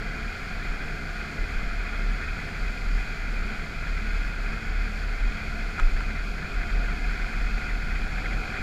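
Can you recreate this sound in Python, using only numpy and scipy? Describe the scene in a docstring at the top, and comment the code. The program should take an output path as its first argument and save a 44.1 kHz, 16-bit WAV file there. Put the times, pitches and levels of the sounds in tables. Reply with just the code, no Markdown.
"""On a gravel road a single-cylinder motorcycle cruises, heard inside a closed case worn by the rider.
Engine clatter and grit are noise pulsed by the crank and filtered by the case's resonances; the case nods
on its mount as a wandering sine near 36 Hz, with slower swings and hard knocks at a bump. Shaped noise gives
the wind's buffeting, rumble and hiss; panels drum and hum, and faint exhaust lines follow the crank."""
import sys
import numpy as np
from scipy import signal
from scipy.fft import rfft, irfft, next_fast_len
from scipy.io import wavfile
from scipy.ndimage import uniform_filter1d, map_coordinates

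SR = 44100
rng = np.random.default_rng(int(sys.argv[2]) if len(sys.argv) > 2 else 0)


def digitize_waveform(pressure):
    """Quantize a signal to 16-bit integers and store it at the path in sys.argv[1].

    Rows of a 2-D input are taken as channels; values are limited to [-1, 1].
    """
    field = np.atleast_2d(pressure).T
    bounded = np.clip(field, -1, 1)
    quanta = np.round(bounded * 32767).astype(np.int16)
    wavfile.write(sys.argv[1], SR, quanta)


N = 380141
T = np.arange(N) / SR  # time [s]

# rotation of the crank: time_s, turns_hz
CRANK = [(0, 43.2), (3.5, 42.5), (5.2, 43.2), (6.3, 43.4), (7.0, 44.2), (7.6, 45.0), (8.62, 46.1)]


def undb(db):
    """Amplitude is 10 to the power of level / 20."""
    return 10 ** (np.asarray(db) / 20)


def unit(x):
    """Normalization by the root mean square."""
    return x / np.sqrt(np.mean(x ** 2))


def curve(rows):
    """Linear interpolation in time: the columns after the first, one value a sample."""
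    time_s, *columns = np.transpose(rows)
    return [np.interp(T, time_s, column) for column in columns]


def walk(rate_hz):
    """Low-pass noise: random levels held for 1 / rate, smoothed by two moving averages; rms 1."""
    hold = int(SR / rate_hz)
    steps = np.repeat(rng.standard_normal(N // hold + 1), hold)
    slewed = uniform_filter1d(uniform_filter1d(steps, hold), hold)
    return unit(slewed[:N])


def wander(x, share, rate_hz):
    """Time warping: a playing speed that varies by the share (rms) shifts every resonance in pitch."""
    drift = walk(rate_hz)
    position = np.arange(N) + share * np.cumsum(drift - drift.mean())
    return map_coordinates(x, [position], order=3, mode="mirror")


def quadrature_noise(phase, rate_hz):
    """Amplitude modulation in quadrature turns two slow noises into a narrow band about a carrier; rms 1."""
    return walk(rate_hz) * np.cos(phase) + walk(rate_hz) * np.sin(phase)


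def wind(points):
    """Turbulence as spectrally shaped noise: level is linear in log frequency between points; rms 1."""
    size = next_fast_len(N)
    hz = np.maximum(np.arange(size // 2 + 1) * SR / size, 1)
    point_hz, db = np.transpose(points)
    gain = undb(np.interp(np.log(hz), np.log(point_hz), db, left=-90, right=-90))
    return unit(irfft(rfft(rng.standard_normal(size)) * gain, size)[:N])


def humps(hz, modes):
    """Resonances add in power, each falling steeply away from its centre."""
    return sum(undb(db) ** 2 / (1 + ((hz - f) / width) ** 2 * 2) ** 2 for f, width, db in modes)


def case(x, size=8192):
    """Minimum-phase resonance: folding the cepstrum of the gain makes the case ring only after each push."""
    # resonances of the closed case: centre_hz, width_hz, relative_db
    case_modes = [(734, 145, -12), (973, 150, -20.5), (1240, 195, -12), (1357, 78, -7), (1435, 75, 0),
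                  (1579, 162, -3), (1702, 27, -6.5), (1820, 160, -8.5), (2083, 188, -3), (2322, 136, -6),
                  (2467, 108, -4), (3293, 354, -19), (4120, 650, -26)]
    hz = np.arange(size // 2 + 1) * SR / size
    cepstrum = irfft(np.log(humps(hz, case_modes) + 1e-9) / 2, size)
    cepstrum[1:size // 2] *= 2
    cepstrum[size // 2 + 1:] = 0
    response = irfft(np.exp(rfft(cepstrum)), size)
    return signal.fftconvolve(x, response)[:N]


def hiss():
    """Broadband turbulence noise: smooth, barely flickering, slightly louder as the bike gains speed."""
    # spectral density of the hiss: frequency_hz, relative_db
    hiss_spectrum = [(1590, -18), (2700, -0.5), (2920, -3.5), (3350, -5.5), (3760, -5.5), (4490, 2.5),
                     (5990, -11.5), (6860, -6.5), (8090, -17), (12300, -21.5), (13500, -24.5), (15000, -26)]
    base_db, rise_start_s, rise_db = -50, 6.8, .6
    rise = rise_db * np.clip(T - rise_start_s, 0, 1)  # takes one second
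    flicker_db = .35 * walk(16) + 0.23 * walk(4.5)
    return undb(base_db + rise + flicker_db) * wind(hiss_spectrum)


def buffeting():
    """Low-frequency pressure fluctuation: shaped noise follows the gusts, with random flutter."""
    # level of the gusts: time_s, level_db
    gusts = [(0, -36.5), (1.45, -36), (1.58, -26.5), (2, -38), (3.8, -33), (4.9, -32.5), (5.07, -35),
             (5.23, -28.5), (5.69, -38), (6.02, -36), (6.5, -36.5), (6.72, -32), (8.62, -35)]
    # spectral density of the buffeting: frequency_hz, relative_db
    buffet_spectrum = [(2, -30), (4, -10), (6, -4), (12, -4), (17, -6), (22, 0), (31, 0), (42, -10),
                       (55, -14), (70, -22), (90, -50)]
    flutter_db = 2
    return undb(curve(gusts)[0] + flutter_db * walk(4.5)) * wind(buffet_spectrum)


def rumble():
    """Shaped noise with a slowly varying level: the broad low-to-middle part of the wind."""
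    # level of the rumble's 130-330 Hz part: time_s, level_db
    rumble_levels = [(0, -43), (2, -42.5), (4.5, -44.5), (6, -43.5), (7.9, -42.5), (8.62, -41)]
    # spectral density of the rumble: frequency_hz, relative_db
    rumble_spectrum = [(26, -86), (45, -10.5), (119, -11.5), (215, -13), (326, -20), (409, -19),
                       (564, -23.5), (717, -30.5), (865, -30.5), (1100, -32.5), (1430, -52), (2420, -120)]
    lift_db = 1.5  # the whole rumble over its 130-330 Hz part
    return undb(curve(rumble_levels)[0] + lift_db + 0.96 * walk(8.3)) * wind(rumble_spectrum)


def drums():
    """Narrow-band resonance under random drive: each panel drifts in pitch and swells on its own."""
    # frame and fairing drumming in the wind: centre_hz, width_hz, rms_db
    panels = [(57, 8, -54), (71.5, 7, -45), (150, 8, -52), (170.4, 14, -53.5), (217.2, 6, -50),
              (416, 64, -56)]
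    pitch_share, swell_db = .01, 1
    out = 0
    for hz, width_hz, db in panels:
        phase = 2 * np.pi * np.cumsum(hz * (1 + pitch_share * walk(2.5))) / SR
        level = undb(db + swell_db * walk(3.5))
        out = out + level * quadrature_noise(phase, 2 * width_hz)
    return out


def hum():
    """Order-locked resonance: a noise band and a thin tone share a panel pitch that climbs with the engine."""
    # humming panel: time_s, band_db (3 dB above the band's rms), tone_db (rms)
    hum_levels = [(0, -51, -64), (1.2, -50, -63), (2.5, -53, -64), (4, -53, -64), (5.3, -51, -64),
                  (5.6, -47, -58), (5.9, -51, -63), (6.3, -52, -55), (6.6, -50, -55), (7.0, -47, -53),
                  (7.25, -52, -60), (7.7, -52, -52), (8.0, -51, -62), (8.45, -46, -54), (8.62, -49, -58)]
    order = 16  # multiple of the crank rate
    band_db, tone_db = curve(hum_levels)
    pitch_hz = order * curve(CRANK)[0] + 5 * walk(11)
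    phase = 2 * np.pi * np.cumsum(pitch_hz) / SR
    band = undb(band_db) / np.sqrt(2) * quadrature_noise(phase, 150)
    tone = np.sqrt(2) * undb(tone_db + 2.5 * walk(18)) * np.sin(phase)
    return band + tone


def exhaust():
    """Harmonics and half orders of a periodic source: faint lines, each swelling and fading on its own."""
    # exhaust beat: order (multiple of the crank rate), rms_db
    orders = [(1, -51), (2, -51.5), (2.5, -55), (3.5, -57), (4, -60), (5, -55), (5.5, -62), (6.5, -60),
              (7, -64)]
    turns = np.cumsum(curve(CRANK)[0] * (1 + 0.00403 * walk(3))) / SR
    out = 0
    for order, db in orders:
        line = np.sin(2 * np.pi * (order * turns + rng.random()))
        out = out + np.sqrt(2) * undb(db + 2 * walk(5)) * line
    return out


def mount():
    """Low-frequency oscillation of a sprung mass: jolts swell a wandering sine, a bump adds slower swings."""
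    # pitch of the case's nod on its mount: time_s, pitch_hz
    nod_pitch = [(0.0, 36.3), (0.24, 35.6), (0.36, 38.3), (0.46, 35.4), (0.79, 35.9), (0.98, 33),
                 (1.41, 32.6), (1.53, 35.9), (2.35, 36), (2.47, 37.08), (3.05, 37.23), (3.17, 35.37),
                 (5.28, 37.35), (5.42, 34.13), (5.88, 34.35), (6.0, 36.5), (6.51, 38.3), (8.62, 38.3)]
    # rough patches of road swell the nod: peak_time_s, level_db, half_length_s
    jolts = [(0.085, -32, 0.032), (.24, -31, .045), (0.623, -32, 0.11), (0.962, -36, 0.038),
             (1.16, -32.5, 0.073), (1.423, -25.5, 0.038), (1.674, -32, 0.045), (1.798, -27, 0.045),
             (1.939, -29, .05), (2.085, -25, 0.083), (2.297, -38, 0.1), (2.649, -26.5, 0.082),
             (2.933, -23.5, 0.09), (3.358, -29, 0.19), (4.05, -27, 0.18), (4.271, -34.5, 0.088),
             (4.479, -28.5, 0.11), (4.79, -25.5, 0.11), (5.071, -27, 0.093), (5.254, -21, 0.049),
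             (5.526, -30, 0.037), (5.66, -29.5, 0.058), (5.992, -23, 0.037), (6.07, -32, 0.026),
             (6.225, -30, 0.13), (6.584, -27, 0.055), (6.761, -22, 0.064), (6.87, -26.5, 0.043),
             (7.038, -27, 0.12), (7.24, -31.5, 0.034), (7.43, -25.5, 0.084), (7.547, -24.5, 0.034),
             (7.771, -28.5, 0.096), (7.936, -26, 0.036), (8.021, -33, 0.071), (8.18, -29.5, .04),
             (8.338, -26, 0.068)]
    # the fork drops and rebounds: peak_time_s, peak_db, swing_hz, half_length_s
    swings = [(5.850, -11, 27.5, .036), (5.94, -16, 30, .02)]
    rest_db, flutter_db = -42, 1
    edge = 2.4  # power of each swell's fall; higher = flatter top, clearer gaps
    tail = 1.03  # the tail outlasts the rise by this factor squared
    size = undb(rest_db)
    for s, db, half_s in jolts:
        away = (T - s) / half_s / tail ** np.sign(T - s)
        size = size + undb(db) * np.exp(-np.abs(away) ** edge)
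    size = size * undb(flutter_db * walk(20))
    phase = 2 * np.pi * np.cumsum(curve(nod_pitch)[0] + 0.732 * walk(11)) / SR
    nod = np.sqrt(2) * size * np.sin(phase)
    for s, peak_db, swing_hz, half_s in swings:
        envelope = np.exp(-((T - s) / half_s) ** 4)
        nod = nod + undb(peak_db) * envelope * np.cos(2 * np.pi * swing_hz * (T - s))
    return nod


def knocks():
    """Impact excitation: a noise snap, a loose part's brief chatter, a wall thud and the case's rattle."""
    # knocks on the case: start_s, peak_db, chatter_hz, chatter_length_s,
    # then gains under the peak: snap_db, rattle_db, thud_db
    hits = [(3.870, -27, 1700, 0.003, -27.5, -6, -17), (5.7908, -22, 1330, 0.006, -25, -7, -12),
            (5.7972, -17, 1500, 0.0028, -16, -6, -12), (6.004, -31, 2300, 0.003, -18, -5, -6),
            (6.0062, -24.5, 1480, 0.0045, -24, -3, -11)]
    thud_hz, thud_decay_s = 1040, .004
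    ring_hz, ring_db = 7400, -4  # the snap rings briefly up here
    out, after = np.zeros(N), T[:4096]
    band = signal.butter(4, [500., 8500.], "band", fs=SR, output="sos")
    for s, peak_db, chatter_hz, length_s, snap_db, rattle_db, thud_db in hits:
        arch = np.sin(np.pi * np.clip(after / length_s, 0, 1)).clip(0)
        chatter = np.sin(2 * np.pi * chatter_hz * after) * np.sqrt(arch)
        thud = undb(thud_db) * np.sin(2 * np.pi * thud_hz * after) * np.exp(-after / thud_decay_s)
        rattle = case(rng.standard_normal(len(after)) * np.exp(-after / 0.0068))[:len(after)]
        rattle *= undb(rattle_db) / np.abs(rattle).max()
        snap = signal.lfilter([1], [1, -.7], rng.standard_normal(len(after)))  # darkened noise
        snap = snap * np.exp(-after / 0.0017)
        snap = snap + undb(ring_db) * np.sin(2 * np.pi * ring_hz * after) * np.exp(-after / .0012)
        knock = chatter + thud + rattle + undb(snap_db) * snap
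        i = int(s * SR)
        out[i:i + len(after)] += undb(peak_db) * signal.sosfilt(band, knock)
    return out


def engine():
    """Source and filter: noise bursts each crank turn over the even crunch of grit excite the case."""
    # cruising clatter: time_s, level_db
    cruise = [(0, -35.5), (4, -36), (6, -36), (8.62, -34.5)]
    split_hz, pitch_share, surge_db = 1880, .005, .25
    turns = np.cumsum(curve(CRANK)[0]) / SR + .3
    turn = turns.astype(int)
    # every other turn fires and is 1 dB harder
    blow_db = 2.0 * rng.standard_normal(turn[-1] + 1)[turn] - 1.0 * (turn % 2)
    burst = undb(blow_db) * np.exp(-(turns % 1) / 0.88)
    push = (1 + 0.9 * burst) * undb(0.4 * walk(12)) * rng.standard_normal(N)
    rung = unit(case(push))
    # the lower and upper rings drift and surge apart
    lower = signal.sosfiltfilt(signal.butter(4, split_hz, fs=SR, output="sos"), rung)
    clatter = 0
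    for part in (lower, rung - lower):
        clatter = clatter + undb(surge_db * walk(4.5)) * wander(part, pitch_share, 3.5)
    return clatter * undb(curve(cruise)[0])


def scene():
    """Superposition: the pressures of all sources add, in one channel."""
    air = hiss() + buffeting() + rumble() + drums()
    bike = hum() + exhaust() + engine()
    return (air + bike + mount() + knocks())[None]


def record(dry):
    """Low-pass filtering: a steep elliptic filter cuts the top."""
    top_hz = 15150
    return signal.sosfilt(signal.ellip(10, .2, 60, top_hz, fs=SR, output="sos"), dry)


dry = scene()
out = record(dry)
digitize_waveform(out)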